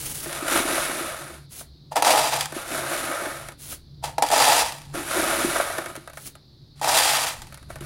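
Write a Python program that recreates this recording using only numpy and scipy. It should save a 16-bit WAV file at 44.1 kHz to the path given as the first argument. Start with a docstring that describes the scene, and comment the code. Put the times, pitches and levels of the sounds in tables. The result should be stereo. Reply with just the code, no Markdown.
"""A sleeve rustles over a low drone and faint hiss; a hand digs into a cardboard box of small copper bullets.
It carries a fistful across a bench and pours it into a plastic tray, three times; at the end the hand
shifts the box, which knocks and rattles briefly. Two microphone ports hear it all in a small room.
Random trains of contacts and timed knocks excite metal clicks and the ringing modes of box or tray.
The sleeve is dense grains of coloured noise; drone, hiss, air and bench shudder are filtered noise."""
import sys
import numpy as np
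from scipy import signal
from scipy.fft import rfft, irfft, next_fast_len
from scipy.io import wavfile
from scipy.ndimage import uniform_filter1d

SR = 44100
rng = np.random.default_rng(int(sys.argv[2]) if len(sys.argv) > 2 else 0)


def inscribe(sig):
    """Save sig as 16-bit PCM at rate SR to the path in sys.argv[1].

    A 1-D sig is mono; a 2-D sig holds one channel per row.
    Samples are clipped to [-1, 1] before scaling.
    """
    pcm = np.round(np.clip(np.atleast_2d(sig).T, -1, 1) * 32767)
    wavfile.write(sys.argv[1], SR, pcm.astype(np.int16))


def ratio(d):
    """dB to gain"""
    e = np.asarray(d, float) / 20
    return 10 ** e


N = 346520
PLACES = 8  # spots struck, each with its own answer
TAPS = 16384  # length of an answer

# room air colour: hz, density_db
ROOM_AIR = [(25, -17.5), (63, -15), (100, -1.5), (190, -12.5), (360, -12.5), (450, -22.5), (1000, -30),
            (2500, -36.5), (6000, -48), (16000, -47.5)]
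# low drones: centre_hz, width_hz, level_db
DRONES = [(69, 5.7, -56), (142, 14, -51)]
AIR_DB, HISS_HZ, HISS_DB = -53.5, 4220, -54.5
ROOM_T60_S, ROOM_DB = 0.21, -8.5

# jolts of the bench: time_s, peak_gain_db
JOLTS = [(0.04, -44), (0.2, -45), (0.701, -50), (2.21, -46), (3.46, -50), (3.74, -52), (4.07, -44.5),
         (4.421, -47.5), (4.66, -49.5), (4.97, -42.5), (5.49, -44.5), (6.91, -49.5), (7.399, -42),
         (7.7, -45), (7.84, -40.5)]
JOLT_RISE_DB_PER_S, JOLT_FALL_DB_PER_S = 110.5, 83
REST_DB, LEAN_DB = -59.5, -24  # shudder at rest; shudder against the hand's effort

# arm swinging by: start_s, stop_s, full_gain_db, stop_gain_db
ARM_SWINGS = [(-0.05, 0.294, -29, -35.5), (1.49, 1.616, -37.5, -38), (3.562, 3.737, -42.5, -32.5),
              (6.119, 6.275, -48.5, -35)]
SWING_RISE_S, SWING_RISE_DB, SWING_FALL_DB_PER_S = 0.035, 31, 597
# cloth colour: hz, density_db
CLOTH_COLOUR = [(300, -1), (1000, -6), (3000, -5), (6000, -2), (9000, -2), (16000, -9.5)]

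# hand's effort, one list per stretch: three digs raking the heap, then shifting the box: time_s, clicks_gain_db
HAND_EFFORT = [
    [(0.2, -46.5), (0.32, -33), (0.45, -33), (0.512, -21.5), (0.6, -22), (0.63, -28.5), (0.76, -24.5),
     (1.0, -30.5), (1.2, -37.5), (1.36, -45.5), (1.46, -65.5)],
    [(2.49, -58.5), (2.56, -34), (2.652, -37.5), (2.732, -28), (2.836, -32.5), (2.942, -27.5), (3.03, -31),
     (3.27, -34.5), (3.482, -44.5), (3.558, -64)],
    [(4.92, -64), (4.948, -30.5), (5.034, -35.5), (5.14, -24.5), (5.414, -24.5), (5.48, -26.5),
     (5.582, -26.5), (5.87, -40.5), (5.99, -51.5), (6.14, -61.5)],
    [(7.48, -57.5), (7.682, -62), (7.702, -43.5), (7.8, -65), (7.806, -43.5), (7.858, -44.5)],
]
# dull bumps on the cardboard: time_s, peak_db
THUMPS = [(0.266, -28), (0.425, -24.5), (0.519, -23), (0.6, -19.5), (0.895, -24), (1.008, -24),
          (2.525, -31.5), (2.564, -22.5), (3.221, -27), (3.265, -26), (3.487, -38), (4.944, -24.5),
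          (5.446, -12.5), (5.786, -26.5), (5.975, -31), (7.699, -41.5), (7.81, -30.5)]
# boom modes of the box walls: hz, energy_db, t60_s
WALL_MODES = [(252, -12, 0.021), (287, -6, 0.042), (334.4, 0.5, 0.099)]
BOOM_DB, BOOM_WANDER_DB = -10.5, 3.5

# single knocks in the box, and dull bumps of wrist or full fist as the arm stops:
# time_s, click_peak_db, body_vs_click_db
BOX_KNOCKS = [(0.2589, -30, 5), (0.3277, -17, -16), (0.482, -12, -5), (0.5744, -10, -16),
              (0.7794, -16.5, 2), (1.2494, -39, 0), (1.3405, -33, -25), (1.61, -46, 13), (2.5223, -24, -1),
              (3.486, -22.5, -4), (3.5208, -31.5, -9), (3.725, -44, 13), (4.9407, -27, 2),
              (5.1111, -17, 0.5), (5.559, -20, 7.5), (5.5994, -23, 14.5), (5.7828, -16.5, 2.5),
              (5.8593, -21, 0), (5.8994, -30, 4), (5.954, -25.5, -1), (5.9633, -23.5, -11),
              (6.0594, -48, 0), (6.0752, -27.5, -1), (6.098, -29.5, -5), (6.1332, -33, -4),
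              (6.1722, -25.5, 0), (6.353, -33, -4.5), (7.5242, -32, -3), (7.5435, -27, -22),
              (7.5744, -32, -4), (7.628, -37.5, -7), (7.702, -31, 4), (7.7572, -28.5, 0), (7.7857, -39, -2),
              (7.8077, -27, -20)]
# rattle modes of the box: hz, energy_db, t60_s
BOX_MODES = [(572.4, -4, 0.07), (644, 5.5, 0.02), (833, -4, 0.058), (982, -2.5, 0.026), (1132, -0.5, 0.023),
             (1282, 4.5, 0.022), (1378, 1.5, 0.022), (1548, 1.5, 0.035), (1760, -0.5, 0.025),
             (1925, -7, 0.073), (2228, -7, 0.075)]
# metal click colour in the box: hz, density_db
BOX_CLICK_COLOUR = [(300, -19.5), (1000, -2.5), (2000, -0.5), (4000, -1.5), (8500, -6), (11000, -11),
                    (13500, -18.5), (16000, -22.5)]
# rattle against clicks: grows as the fist closes, drops once it lifts clear
RATTLE_DB, CLOSING_DB_PER_S, RATTLE_WANDER_DB = -5, 7, 1.53
LIFT_AFTER_S, LIFTED_DB_PER_S = 0.89, 29

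# handfuls running out: fist_opens_s, full_flow_s, empty_s, full_gain_db, end_gain_db
POURS = [(2.038, 2.07, 2.382, -16.5, -25.5), (4.314, 4.36, 4.59, -15.5, -15.5),
         (6.818, 6.956, 7.254, -13.5, -21)]
POUR_RISE_DB, RUN_OUT_DB_PER_S = 14.5, 168
# hand touching the tray, and bullets slipping from the fist and skittering:
# time_s, clicks_gain_db, fall_db_per_s, tray_vs_clicks_db
TOUCHES_AND_SLIPS = [(1.92, -34.5, 898.5, 7), (1.962, -22, 302.5, 4), (2.023, -32, 203, -3),
                     (2.41, -34, 154, -12), (4.026, -49, 112, 5), (4.04, -23, 336, -2.5),
                     (4.228, -23, 703, 2), (4.26, -30.5, 37, -7.5), (4.317, -28.5, 602, 8.5),
                     (4.79, -79, 80, -25), (6.76, -54, 30, -12.5), (7.423, -52, 300, -5),
                     (7.47, -57, 100, -12)]
TOUCH_RISE_S = 0.012
# single knocks in the tray: time_s, click_peak_db, body_vs_click_db
TRAY_KNOCKS = [(1.9195, -30, 2.5), (1.9585, -13.5, -0.5), (1.9664, -6.5, -6), (1.9764, -18, 4),
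               (1.9844, -22, -1), (1.9994, -30, -10), (2.0232, -3, -2), (2.0476, -6, -8), (2.0544, -9, -6),
               (2.1044, -15, 10), (2.3331, -11, -6), (2.4084, -8.5, -22), (2.4269, -18.5, -20),
               (2.4568, -16, -20), (4.0395, -24, 4), (4.1819, -14.5, 6.5), (4.1976, -30.5, -21),
               (4.2233, -6.5, 1.5), (4.2498, -16.5, -7), (4.2867, -17, -15), (4.3024, -15, 3),
               (4.3156, -11.5, -4), (4.335, -10.5, -6), (4.5007, -12.5, 3), (4.7222, -16, -18),
               (4.7834, -30, -22), (4.817, -28, -21), (4.8524, -40, -18), (6.7967, -33.5, -21),
               (6.8142, -22, 5), (6.8319, -21, 1), (6.8442, -11, -2.5), (6.8744, -11.5, 1.5),
               (6.8894, -11, 0), (6.9744, -9, -19), (7.1694, -12, -6), (7.2444, -12.5, -8.5),
               (7.419, -24, -13), (7.4694, -32.5, -9)]
# ringing modes of the tray: hz, energy_db, t60_s
TRAY_MODES = [(302, -12, 0.066), (523, -9, 0.2), (645, -5.5, 0.05), (698, -9.5, 0.13), (741.7, 0, 0.037),
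              (791.5, -8, 0.12), (851, 4, 0.038), (921, -5.5, 0.21), (1273, -7.5, 0.022),
              (1754, -11.5, 0.032), (2730, -19.5, 0.04)]
# metal click colour in the tray: hz, density_db
TRAY_CLICK_COLOUR = [(300, -34), (1000, 0.5), (2000, 1), (4500, 1.5), (8500, -3), (11000, -11.5),
                     (13500, -14.5), (16000, -21.5)]
# tray ring against clicks: drops as bullets cover the floor, and with each handful already there
BARE_DB, COVER_DB_PER_S, COVERED_DB, HANDFUL_DB = 3, 33, -3, -3

# left port response added to the left channel: hz, gain_db
LEFT_PORT = [(1000, -1.5), (2200, -3.5), (4000, -12.5), (6500, -19), (8300, -4.5), (10000, 6), (12000, 4.5),
             (16000, 2.5)]


def conv(x, h):
    """Convolution along time, cut to the length of x."""
    size = next_fast_len(x.shape[-1] + h.shape[-1])
    return irfft(rfft(x, size) * rfft(h, size), size)[..., :x.shape[-1]]


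def shape(x, points):
    """Colours x by (Hz, dB) points with a causal minimum-phase response."""
    size = 2048
    hz, db = np.transpose(points)
    bin_hz = np.arange(size // 2 + 1) * SR / size
    log_gain = np.interp(np.log(bin_hz + 1), np.log(hz), db) * np.log(10) / 20
    cepstrum = irfft(log_gain)
    cepstrum[1:size // 2] *= 2
    cepstrum[size // 2 + 1:] = 0
    return conv(x, irfft(np.exp(rfft(cepstrum))))


def unit(x):
    """Scales to energy 1, averaged over channels."""
    return x / np.sqrt(np.sum(x ** 2) / len(np.atleast_2d(x)))


def walk(rate_hz):
    """Random levels held 1 / rate_hz s and slewed twice; spread 1."""
    k = int(SR / rate_hz)
    held = np.repeat(rng.standard_normal(N // k + 1), k)
    steps = uniform_filter1d(uniform_filter1d(held, k), k)[:N]
    return steps / steps.std()


def pair(size, alike_hz):
    """Two noises, the same in the bass and unrelated in the treble."""
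    low = signal.butter(2, alike_hz, fs=SR, output="sos")
    high = signal.butter(2, alike_hz, "high", fs=SR, output="sos")
    noise = rng.standard_normal((3, size))
    return signal.sosfilt(low, noise[0]) + signal.sosfilt(high, noise[1:])


def band(x, hz, width_hz):
    """Band-passes noise and scales it to rms 1."""
    edges_hz = [hz - width_hz / 2, hz + width_hz / 2]
    sos = signal.butter(2, edges_hz, "band", fs=SR, output="sos")
    return np.sqrt(N) * unit(signal.sosfilt(sos, x))


def fade(t60_s):
    """Exponential decay."""
    return np.exp(-np.log(1000) * np.arange(TAPS) / SR / t60_s)


def swell(start, full, stop, full_db, stop_db, rise_db, fall_db_per_s):
    """Gain that climbs rise_db from start to full, drifts on to stop and then dies away."""
    t = np.arange(N) / SR
    db = np.interp(t, [start, full, stop], [full_db - rise_db, full_db, stop_db])
    db = db - fall_db_per_s * np.maximum(t - stop, 0)
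    return (t >= start) * ratio(db)


def since(starts):
    """Seconds since the latest of the given moments, 0 before the first."""
    t, starts = np.arange(N) / SR, np.array(starts)
    latest = np.maximum(np.searchsorted(starts, t) - 1, 0)
    return np.maximum(t - starts[latest], 0)


def room(direct):
    """Adds the walls' diffuse answer, which swells in over 0.8 ms and loses treble."""
    onset = np.minimum(np.arange(TAPS) / SR / 0.0008, 1)
    tail = unit(pair(TAPS, 750) * fade(ROOM_T60_S) * onset)
    return direct + ratio(ROOM_DB) * conv(shape(tail, [(2000, 2.0), (16000, -7)]), direct)


def click(colour, t60_s, left_db):
    """One contact: a sharp tick smeared by the neighbours it jostles."""
    decay = 0.57 * fade(0.0078) + fade(t60_s)
    sound = unit(shape(pair(TAPS, 640) * decay, colour))
    return room(sound * ratio([[left_db], [0]]))


def ring(modes, spread_rad_per_khz, low_hz):
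    """A blow at one spot: modes start together with random shares; port phases part in the treble."""
    t, out = np.arange(TAPS) / SR, 0
    for hz, db, t60_s in modes:
        share, detune, phase = rng.standard_normal(3)
        lead_rad = np.array([[phase * spread_rad_per_khz * hz / 1000], [0]])
        wave = np.sin(2 * np.pi * hz * (1 + 0.013 * detune) * t + lead_rad)
        out = out + ratio(db + 2 * share) / np.sqrt(t60_s) * wave * fade(t60_s)
    swing_up = 1 - np.exp(-t / 0.003)
    bullet_damping = 0.54 + np.exp(-t / 0.008)  # early loss while the bullet still lies on the wall
    # the ring is cut away below low_hz
    high = signal.butter(3, low_hz, "high", fs=SR, output="sos")
    return room(unit(signal.sosfilt(high, out * swing_up * bullet_damping)))


def contacts(rate_hz, scatter_db, patchy_db):
    """Random contacts of unequal but bounded size, in clumps, dealt over the spots; mean power 1."""
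    hit = rng.random((PLACES, N)) < rate_hz / PLACES / SR
    size = np.minimum(rng.exponential(size=hit.shape), 3)
    sign = rng.choice([-1, 1], hit.shape)
    train = hit * ratio(scatter_db * size + patchy_db * walk(70)) * sign
    return train / np.sqrt(np.mean(train.sum(0) ** 2))


def strike(stream, times_s, peak_db, answers):
    """Each spot answers its share of the stream and of single blows, which reach the given peaks."""
    force, size = stream.copy(), next_fast_len(N + TAPS)
    for k, (s, db) in enumerate(zip(times_s, peak_db)):
        spot = k % PLACES
        force[spot, int(s * SR)] += ratio(db) / np.abs(answers[spot].mean(0)).max()
    spectrum = sum(rfft(f, size) * rfft(a, size) for f, a in zip(force, answers))
    return irfft(spectrum, size)[:, :N]


def hand_effort_db():
    """Hand's effort over time, -120 dB between stretches."""
    t, out = np.arange(N) / SR, np.full(N, -120.)
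    for rows in HAND_EFFORT:
        time_s, db = np.transpose(rows)
        inside = (t >= time_s[0]) & (t <= time_s[-1])
        out[inside] = np.interp(t[inside], time_s, db)
    return out


def shaking_db():
    """Bench shudder level: rest, the hand's effort and jolts that rise and fall linearly in dB."""
    t = np.arange(N) / SR
    level = ratio(REST_DB) + ratio(LEAN_DB + hand_effort_db())
    for s, db in JOLTS:
        drop_db = np.where(t < s, JOLT_RISE_DB_PER_S * (s - t), JOLT_FALL_DB_PER_S * (t - s))
        level = level + ratio(db - drop_db)
    return 20 * np.log10(level)


def background():
    """Room air, two wavering drones, a narrow hiss mostly at the right port and bench shudder."""
    air = ratio(AIR_DB) * np.sqrt(N) * unit(shape(pair(N, 350), ROOM_AIR))
    shake_db = shaking_db()
    # drones come up through the bench and swell a little when it is pressed
    press_db = 0.2 * (shake_db - shake_db.mean())
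    drone = 0
    for hz, width_hz, db in DRONES:
        level = ratio(db + 3.34 * walk(7.2) + press_db)
        drone = drone + level * band(rng.standard_normal(N), hz, width_hz)
    hiss = ratio(HISS_DB + np.array([[-16], [0]])) * band(rng.standard_normal((2, N)), HISS_HZ, 1100)
    shudder = ratio(shake_db + np.array([[-4], [0.5]])) * band(pair(N, 55), 77, 130)
    return air + drone + hiss + shudder


def sleeve():
    """Cloth and skin rubbing: very dense fine grains."""
    gain = sum(swell(start, start + SWING_RISE_S, stop, full_db, stop_db, SWING_RISE_DB, SWING_FALL_DB_PER_S)
               for start, stop, full_db, stop_db in ARM_SWINGS)
    grains = contacts(4300, 1.2, 2.0) * gain
    return strike(grains, [], [], [click(CLOTH_COLOUR, 0.0038, 0.57) for _ in range(PLACES)])


def cardboard():
    """The heap shifting and knuckles bumping make the box walls boom fitfully."""
    gain = ratio(hand_effort_db() + BOOM_DB + BOOM_WANDER_DB * walk(12))
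    push = contacts(500, 2.9, 1.7) * gain
    return strike(push, *np.transpose(THUMPS), [ring(WALL_MODES, 0.33, 170) for _ in range(PLACES)])


def bullets(gains, knocks, modes, colour, scatter_db, patchy_db, left_db, low_hz):
    """A stream of contacts plus single knocks: all click, the knocks and fewer contacts also ring the vessel."""
    (click_gain, body_gain), (time_s, peak_db, body_db) = gains, np.transpose(knocks)
    rate_hz = 2200
    blow = contacts(rate_hz / 6, scatter_db, patchy_db)
    tick = (0.5 * blow + 0.92 * contacts(rate_hz, scatter_db, patchy_db)) * click_gain
    clicks = [click(colour, 0.037, left_db) for _ in range(PLACES)]
    rings = [ring(modes, 0.74, low_hz) for _ in range(PLACES)]
    metal = strike(tick, time_s, peak_db, clicks)
    return metal + strike(blow * body_gain, time_s, peak_db + body_db, rings)


def handling_box():
    """Gains of the clicks and of the box's rattle from the hand's effort."""
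    effort, t = ratio(hand_effort_db()), since([rows[0][0] for rows in HAND_EFFORT])
    rattle_db = RATTLE_DB + CLOSING_DB_PER_S * t - LIFTED_DB_PER_S * np.maximum(t - LIFT_AFTER_S, 0)
    return effort, effort * ratio(rattle_db + RATTLE_WANDER_DB * walk(15))


def pouring():
    """Gains of the clicks and of the tray's ring from pours, touches and slips."""
    flows = [swell(*row, POUR_RISE_DB, RUN_OUT_DB_PER_S) for row in POURS]
    bare_db = np.maximum(BARE_DB - COVER_DB_PER_S * since([row[0] for row in POURS]), COVERED_DB)
    floor = ratio(bare_db) * sum(g * ratio(k * HANDFUL_DB) for k, g in enumerate(flows))
    touches = [swell(s - TOUCH_RISE_S, s, s, db, db, 27, fall) for s, db, fall, _ in TOUCHES_AND_SLIPS]
    touch_ring = sum(g * ratio(row[3]) for g, row in zip(touches, TOUCHES_AND_SLIPS))
    return sum(flows + touches), floor + touch_ring


def scene():
    """Background, sleeve, box and tray."""
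    box = bullets(handling_box(), BOX_KNOCKS, BOX_MODES, BOX_CLICK_COLOUR,
                  scatter_db=0.5, patchy_db=0.5, left_db=4.5, low_hz=415)
    tray = bullets(pouring(), TRAY_KNOCKS, TRAY_MODES, TRAY_CLICK_COLOUR,
                   scatter_db=3.0, patchy_db=1.5, left_db=1.0, low_hz=284)
    return background() + sleeve() + cardboard() + box + tray


def roll_off(x):
    """The treble ends steeply here."""
    return signal.sosfilt(signal.butter(12, 16810, fs=SR, output="sos"), x)


def record(dry):
    """The left port colours its treble; loud peaks are rounded and the top is cut."""
    ports = np.array([shape(dry[0], LEFT_PORT), dry[1]])
    rounded = np.tanh(1.135 * ports) / 1.113
    top = signal.ellip(8, .2, 60, 15900, fs=SR, output="sos")
    mix = signal.sosfilt(top, rounded)
    return roll_off(mix)


dry = scene()
out = record(dry)
inscribe(out)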